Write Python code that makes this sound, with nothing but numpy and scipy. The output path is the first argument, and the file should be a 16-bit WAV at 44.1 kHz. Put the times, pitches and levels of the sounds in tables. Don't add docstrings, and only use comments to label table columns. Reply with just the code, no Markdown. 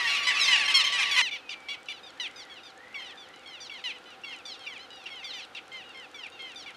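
import sys
import numpy as np
from scipy import signal
from scipy.fft import rfft, irfft
from scipy.io import wavfile

SR = 44100
rng = np.random.default_rng(int(sys.argv[2]) if len(sys.argv) > 2 else 0)


def waveform_to_disk(signal):
    frames = np.transpose(np.atleast_2d(signal))
    scaled = np.clip(frames, -1, 1) * 32767
    samples = np.round(scaled).astype(np.int16)
    wavfile.write(sys.argv[1], SR, samples)


N = 298116
T = np.arange(N) / SR

# start_s, length_s, pitch_hz, sag_per_s (share of pitch), level_db (nominal),
# throat_hz, hoarseness (0-1)
GULL_CALL_TABLE = [(0.0, 0.13, 919, 0.5, -30, 2100, 0.14), (0.093, .1, 1341, 0.5, -27.5, 2830, 0.14),
                   (0.167, 0.1, 1393, 0, -31.5, 2380, 0.1), (0.268, 0.057, 989, -1, -22.5, 2320, 0.21),
                   (0.368, 0.063, 1346, -2, -28, 2540, 0.01), (0.401, 0.094, 1220, 1.8, -26, 4200, 0),
                   (0.479, .11, 970, 1.1, -22, 2510, 0.01), (0.524, 0.11, 1400, 1.5, -33.5, 2850, 0.16),
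                   (0.678, 0.054, 1009, -0.2, -26, 2780, 0.33), (0.74, 0.091, 1052, 0.13, -20, 3180, 0),
                   (0.839, 0.059, 1067, -3, -27, 2880, 0.27), (0.923, 0.1, 945, 0.5, -28.5, 2560, .15),
                   (0.998, 0.048, 1013, 1, -24, 2550, 0.39), (1.111, 0.11, 1030, 1.7, -28.5, 2870, 0.07),
                   (1.163, 0.07, 994, -1.5, -20, 2400, 0.45), (1.218, 0.084, 948, 2, -31.5, 2850, 0),
                   (1.31, 0.072, 1130, -0.7, -39, 2940, 0.52), (1.491, 0.058, 1170, -.4, -39, 3080, 0.51),
                   (1.685, .076, 1144, -2.6, -39, 2950, .4), (1.886, .046, 1190, -3.5, -38, 3000, .45),
                   (1.927, 0.089, 930, 1.5, -52.5, 3340, .1), (2.031, .09, 1188, 0.4, -51.5, 3700, 0.07),
                   (2.198, 0.087, 910, 2, -36.5, 2910, 0.05), (2.359, 0.089, 1153, 1.2, -45.5, 4400, 0),
                   (2.497, .11, 1045, 1, -50, 2880, 0.04), (2.633, 0.085, 1183, 0.1, -50, 4020, 0.08),
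                   (2.947, 0.1, 1040, 1.5, -44, 2280, 0.06), (2.978, .16, 994, 0.6, -47.5, 3120, 0.25),
                   (3.173, .11, 1133, 0.5, -54, 3620, 0), (3.459, 0.15, 1002, 0.9, -49.5, 3000, 0.09),
                   (3.602, .09, 1108, 1.1, -45, 4370, .08), (3.701, .12, 1034, 1.5, -45.5, 2590, .1),
                   (3.839, 0.094, 920, 2, -37, 2750, .15), (3.911, 0.081, 1030, -1.5, -50, 2700, 0.26),
                   (4.056, 0.11, 974, -0.2, -53.5, 2950, 0.3), (4.244, 0.12, 1032, 1, -45.5, 2750, 0.16),
                   (4.293, .133, 1016, 0.5, -49, 2770, 0.1), (4.453, .12, 1060, 1.6, -43, 4030, .12),
                   (4.593, 0.089, 1058, -0.5, -51.5, 3300, 0.28), (4.664, .14, 990, 3, -45, 2650, .05),
                   (4.792, 0.076, 1054, -3, -50, 3340, 0.1), (4.903, 0.18, 925, .2, -52.5, 3170, 0.18),
                   (5.061, 0.037, 880, 5.5, -45, 2700, 0.3), (5.101, 0.15, 1010, 0.8, -47, 2770, 0.15),
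                   (5.229, 0.097, 1054, -0.6, -48, 2550, 0.2), (5.242, .1, 1083, 1.5, -43, 3660, 0),
                   (5.33, 0.097, 953, 1.6, -42.5, 2800, 0.09), (5.336, .127, 1137, 0.4, -47, 3600, .15),
                   (5.548, .051, 866, 3.5, -43, 2940, .35), (5.717, .122, 1024, -0.03, -45, 2640, 0.11),
                   (5.837, 0.13, 934, -0.2, -54.5, 2850, 0.18),
                   (5.945, 0.13, 1005, 0.54, -47.5, 2550, 0.07), (6.143, 0.15, 995, 2, -46.5, 2780, 0.06),
                   (6.234, .055, 820, 6, -49, 2700, 0.2), (6.32, 0.094, 916, -0.5, -54.5, 2980, 0.12),
                   (6.391, 0.17, 1020, 0.1, -47, 2680, 0.27), (6.557, 0.1, 1100, 1.4, -47, 3940, 0.04),
                   (6.66, 0.063, 1087, 1, -46.5, 2600, 0.4)]
# start_s, length_s, level_db (rms)
SQUEAK_TABLE = [(0, 0.0053, -37), (1.492, 0.0067, -33.5), (1.885, 0.0051, -30), (2.943, 0.0068, -37.5),
                (3.696, 0.0066, -37.5), (4.236, 0.016, -38.5), (4.669, .012, -36.5), (5.057, 0.017, -39.5),
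                (5.551, 0.0065, -36), (6.235, 0.014, -41)]
# freq_hz, gain_db
CROWD_VOICE_COLOUR = [(1000, 4), (1500, -4), (2100, -2), (3000, -3.5), (4000, -1.5), (5000, -0.5),
                      (5900, 2), (7000, -2.5), (9000, -1), (13000, -7.5)]
# freq_hz, gain_db
CALM_VOICE_COLOUR = [(1000, 7), (1500, -11), (2100, 2), (4000, -1), (5000, -2.5), (5900, 0), (7000, -6),
                     (9000, -5.5), (13000, -6.5)]
# time_s, level_db
DIN_LEVEL = [(0, -22.5), (.15, -24.5), (.33, -25), (.46, -22), (.65, -23.5), (.91, -26), (1.08, -27),
             (1.16, -24), (1.21, -22)]
# (relative, per Hz)
DIN_SPECTRUM = [(25, -34), (60, -21.5), (120, -16), (200, -27.5), (400, -18.5), (700, -8.5), (1000, -15),
                (1350, -12), (2000, 2), (2900, -3), (4000, -9), (5600, -16), (7200, -36), (10000, -34),
                (14000, -51)]
# start_s, length_s, arch_top_hz, level_db (rms)
RASP_TABLE = [(2.152, 0.41, 2106, -57), (2.741, 0.46, 2060, -54.5), (3.252, .4, 2237, -59)]
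# time_s, pitch_hz, level_db
WHISTLE_TRACK = [(1.41, 2800, -67), (1.431, 2590, -54.5), (1.5, 2420, -47), (1.601, 2294, -56),
                 (1.7, 2306, -48), (1.8, 2250, -55.5), (1.86, 2350, -70)]
# freq_hz, width_hz, gain_db
TICK_RESONANCES = [(3940, 3100, 7), (6730, 990, 4.5), (9260, 500, -7.5)]
# (relative, per Hz)
AIR_SPECTRUM = [(25, -40), (60, -8.5), (180, -8.5), (300, 0), (650, -5), (1000, -4.5), (1400, 0),
                (1900, -6), (3300, -7), (4000, -11.5), (5000, -16.5), (7000, -23), (11000, -31),
                (14000, -37)]
# freq_hz, width_hz, level_db (rms)
AIR_HUM_BANDS = [(504, 32, -63), (779, 47, -60), (1408, 120, -63)]

CHANGE_S, CHANGE_FADE_S = 1.218, 0.003
TOP_HZ = 13800
DROP, HOARSE_DROP = 0.25, 0.246
FADE_DB, HOARSE_PUSH_DB = 6.5, 11.5
TREBLE_DB_PER_OCTAVE = -1.8
SHRILL_DULLS_DB = 4.5
SQUEAK_HZ = 2760
MUD_ECHO_S, MUD_ECHO = 0.00049, 0.28
NEAR_DB = -35.5
TICKS_FROM_S, TICK_GAP_S = 1.6, 0.077
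TICK_DB, TICK_SPREAD_DB = -43.5, 1.2
AIR_DB, DIN_AIR_DB = -53.5, -49.5


def gull(length_s, call_hz, sag_per_s, throat_hz, hoarse, colour, jitter, shimmer_db,
         attack_s=0.0021, follow=0.4, rasp=0.11, waver_db=2.5):
    t = np.arange(int(length_s * SR)) / SR
    u, n = t / length_s, len(t)

    drop = (DROP + HOARSE_DROP * hoarse) * (u ** 3 - 0.5 ** 3)
    pitch_hz = call_hz * (1 - sag_per_s * (t - length_s / 2) - drop)
    fast_jitter = jitter * (1 + 4 * hoarse) * walk(n, 597)
    slow_jitter = 0.0029 * walk(n, 61.6)
    pitch_hz = pitch_hz * (1 + fast_jitter + slow_jitter)
    phase = 2 * np.pi * np.cumsum(pitch_hz) / SR

    k = np.arange(2, 25)[:, None] / 2
    hz = k * pitch_hz
    moving_throat_hz = throat_hz * (pitch_hz / call_hz) ** follow
    gain = resonance(hz, moving_throat_hz, q=1.73) * spectrum_gain(colour, hz)
    slope_db = TREBLE_DB_PER_OCTAVE - SHRILL_DULLS_DB * np.log2(throat_hz / 3000)
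    gain = gain * undb(slope_db * np.log2(np.maximum(hz / 3000, 1)))
    gain = gain * np.where(k % 1, hoarse + 0.0077, 1) * (hz < TOP_HZ)
    partial_walks = np.array([walk(n, 56.3) for _ in k])
    gain = gain * undb(waver_db * np.sqrt(hz / throat_hz) * partial_walks)
    start_phase = rng.uniform(0, 2 * np.pi, k.shape)
    voice = np.sum(gain * np.sin(k * phase + start_phase), axis=0)

    swell_db = (HOARSE_PUSH_DB * hoarse - FADE_DB) * (u - 0.5)
    envelope = np.minimum(t / attack_s, 1) * (1 - u ** 8)
    pressure = envelope * undb(swell_db + shimmer_db * walk(n, 130.0))
    return np.sqrt(2) * voice * pressure * (1 + rasp * walk(n, 1500))


def near_gulls(calm_db=0.19):
    crowded, calm = np.zeros(N), np.zeros(N)
    for start_s, length_s, hz, sag_per_s, db, throat_hz, hoarse in GULL_CALL_TABLE:
        voice = (length_s, hz, sag_per_s, throat_hz, hoarse)
        if start_s < CHANGE_S:
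            call = gull(*voice, CROWD_VOICE_COLOUR, jitter=0.007, shimmer_db=2.5)
            add(crowded, start_s, undb(db) * call)
        else:
            call = gull(*voice, CALM_VOICE_COLOUR, jitter=0.0071, shimmer_db=1.63)
            add(calm, start_s, undb(db + calm_db) * mud_echo(call, db))
    return crowded, calm


def mud_echo(call, db):
    share = MUD_ECHO * min(undb(db - NEAR_DB) ** 2, 1)
    t = T[:len(call)]
    reflection = np.interp(t - MUD_ECHO_S, t, call, left=0)
    return (call + share * reflection) / np.hypot(1, share)


def squeaks(octave_db=-17, edge_s=0.0014):
    out = np.zeros(N)
    for start_s, length_s, db in SQUEAK_TABLE:
        t = np.arange(int(length_s * SR)) / SR
        phase = 2 * np.pi * SQUEAK_HZ * t
        tone = unit_rms(np.sin(phase) + undb(octave_db) * np.sin(2 * phase))
        gate = np.clip(np.minimum(t, length_s - t) / edge_s, 0, 1)
        add(out, start_s, undb(db) * gate * tone)
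    return out


def colony(count=60, voices_db=-6, blur_db=-13, pitch_hz=1100, throat_hz=2450):
    voices = np.zeros(N)
    for i, (when, span, high, sag, size, throat, hoarse) in enumerate(rng.random((count, 7))):
        call = gull(0.05 + 0.09 * span, pitch_hz * (0.71 + 0.55 * high), 3 * sag - 1,
                    throat_hz * (0.78 + 0.58 * throat), 0.404 * hoarse ** 2, CROWD_VOICE_COLOUR,
                    jitter=0.0049, shimmer_db=3.0, attack_s=0.005)
        add(voices, (i + when) / count * (CHANGE_S + 0.2), undb(-8 * size) * call)
    voices = np.roll(voices, -SR // 10)
    voices = voices / np.std(voices[T < CHANGE_S])
    level = undb(np.interp(T, *np.transpose(DIN_LEVEL)))
    return level * (undb(voices_db) * voices + undb(blur_db) * coloured(DIN_SPECTRUM))


def whine(hz=1143, db=-42.5):
    return undb(db + 0.91 * walk(N, 13)) * unit_rms(np.sin(2 * np.pi * hz * T))


def stray_gulls(count=13, db=-56, spread_db=5, pitch_hz=1060, throat_hz=3200):
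    out = np.zeros(N)
    for i, (when, span, high, sag, far, hoarse) in enumerate(rng.random((count, 6))):
        call = gull(0.07 + 0.07 * span, pitch_hz * (0.82 + 0.3 * high), sag, throat_hz, 0.32 * hoarse,
                    CALM_VOICE_COLOUR, jitter=0.0059, shimmer_db=4.8, attack_s=0.0041)
        start_s = CHANGE_S + (i + when) / count * (T[-1] - CHANGE_S)
        add(out, start_s, undb(db - spread_db * far) * call)
    return out


def far_birds(rough=0.0515, flutter_db=4.0):
    time_s, hz, db = np.transpose(WHISTLE_TRACK)
    pitch_hz = np.interp(T, time_s, hz) * (1 + 0.0052 * walk(N, 119))
    tone = unit_rms(np.sin(2 * np.pi * np.cumsum(pitch_hz) / SR))
    level = undb(np.interp(T, time_s, db) + 1.5 * walk(N, 29.5))
    out = tone * level * (T > time_s[0]) * (T < time_s[-1])
    for start_s, length_s, top_hz, db in RASP_TABLE:
        n = int(length_s * SR)
        u = np.linspace(-1, 1, n)
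        pitch_hz = top_hz * (1 - 0.22 * u ** 2) * (1 + rough * walk(n, 900))
        cry = np.sin(2 * np.pi * np.cumsum(pitch_hz) / SR) * undb(flutter_db * walk(n, 196))
        add(out, start_s, undb(db) * unit_rms(cry * signal.windows.tukey(n, 0.2)))
    return out


def ticks(count=68):
    out, t = np.zeros(N), np.arange(SR // 100) / SR
    for i in range(count):
        scratch = rng.standard_normal(len(t)) * np.exp(-t / 0.0013)
        tick = sum(undb(db) * ring(scratch, hz, width_hz) for hz, width_hz, db in TICK_RESONANCES)
        size = undb(TICK_DB + TICK_SPREAD_DB * rng.standard_normal())
        start_s = TICKS_FROM_S + TICK_GAP_S * (i + rng.random())
        add(out, start_s, size * tick / np.abs(tick).max())
    return signal.sosfilt(signal.butter(10, 10500, fs=SR, output="sos"), out)


def air():
    hums = sum(undb(db) * unit_rms(ring(rng.standard_normal(N), hz, width_hz))
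               for hz, width_hz, db in AIR_HUM_BANDS)
    return undb(AIR_DB + 0.5 * walk(N, 4.31)) * coloured(AIR_SPECTRUM) + hums


def reeds(x, wet_db, t60_s):
    t = np.arange(SR // 2) / SR
    decay = np.exp(-np.log(1000) * t / t60_s) * (t > 0.004)
    tail = ring(rng.standard_normal(len(t)), 2160, 5000) * decay
    return x + undb(wet_db) * signal.fftconvolve(x, tail / np.linalg.norm(tail))[:N]


def undb(db):
    return 10 ** (np.asarray(db) / 20)


def unit_rms(x):
    return x / np.sqrt(np.mean(x ** 2) + 1e-20)


def add(out, start_s, x):
    i = int(np.clip(start_s * SR, 0, N))
    out[i:i + len(x)] += x[:N - i]


def walk(n, rate_hz):
    knots = rng.standard_normal(int(8 * rate_hz) + 2)
    return np.interp(np.arange(n) / SR * rate_hz, np.arange(len(knots)), knots)


def resonance(hz, centre_hz, q):
    return 1 / (1 + (q * (hz / centre_hz - centre_hz / hz)) ** 2)


def ring(x, hz, width_hz):
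    return signal.lfilter(*signal.iirpeak(hz, hz / width_hz, fs=SR), x)


def spectrum_gain(points, hz):
    at_hz, db = np.transpose(points)
    return undb(np.interp(np.log(np.maximum(hz, 1)), np.log(at_hz), db))


def coloured(points):
    gain = spectrum_gain(points, np.fft.rfftfreq(N, 1 / SR))
    return unit_rms(irfft(rfft(rng.standard_normal(N)) * gain, N))


def scene():
    crowded, calm = near_gulls()
    din = reeds(crowded, wet_db=-14, t60_s=0.88) + colony() + whine()
    din = din + undb(DIN_AIR_DB) * coloured(AIR_SPECTRUM)
    quiet = stray_gulls() + far_birds() + ticks() + air()
    changed = np.clip((T - CHANGE_S) / CHANGE_FADE_S + 0.5, 0, 1)
    foreground = reeds(calm + squeaks(), wet_db=-18.5, t60_s=0.2)
    return ((1 - changed) * din + changed * quiet + foreground)[None]


def record(dry):
    return signal.sosfilt(signal.ellip(8, 0.2, 70, TOP_HZ, fs=SR, output="sos"), dry)


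dry = scene()
out = record(dry)
waveform_to_disk(out)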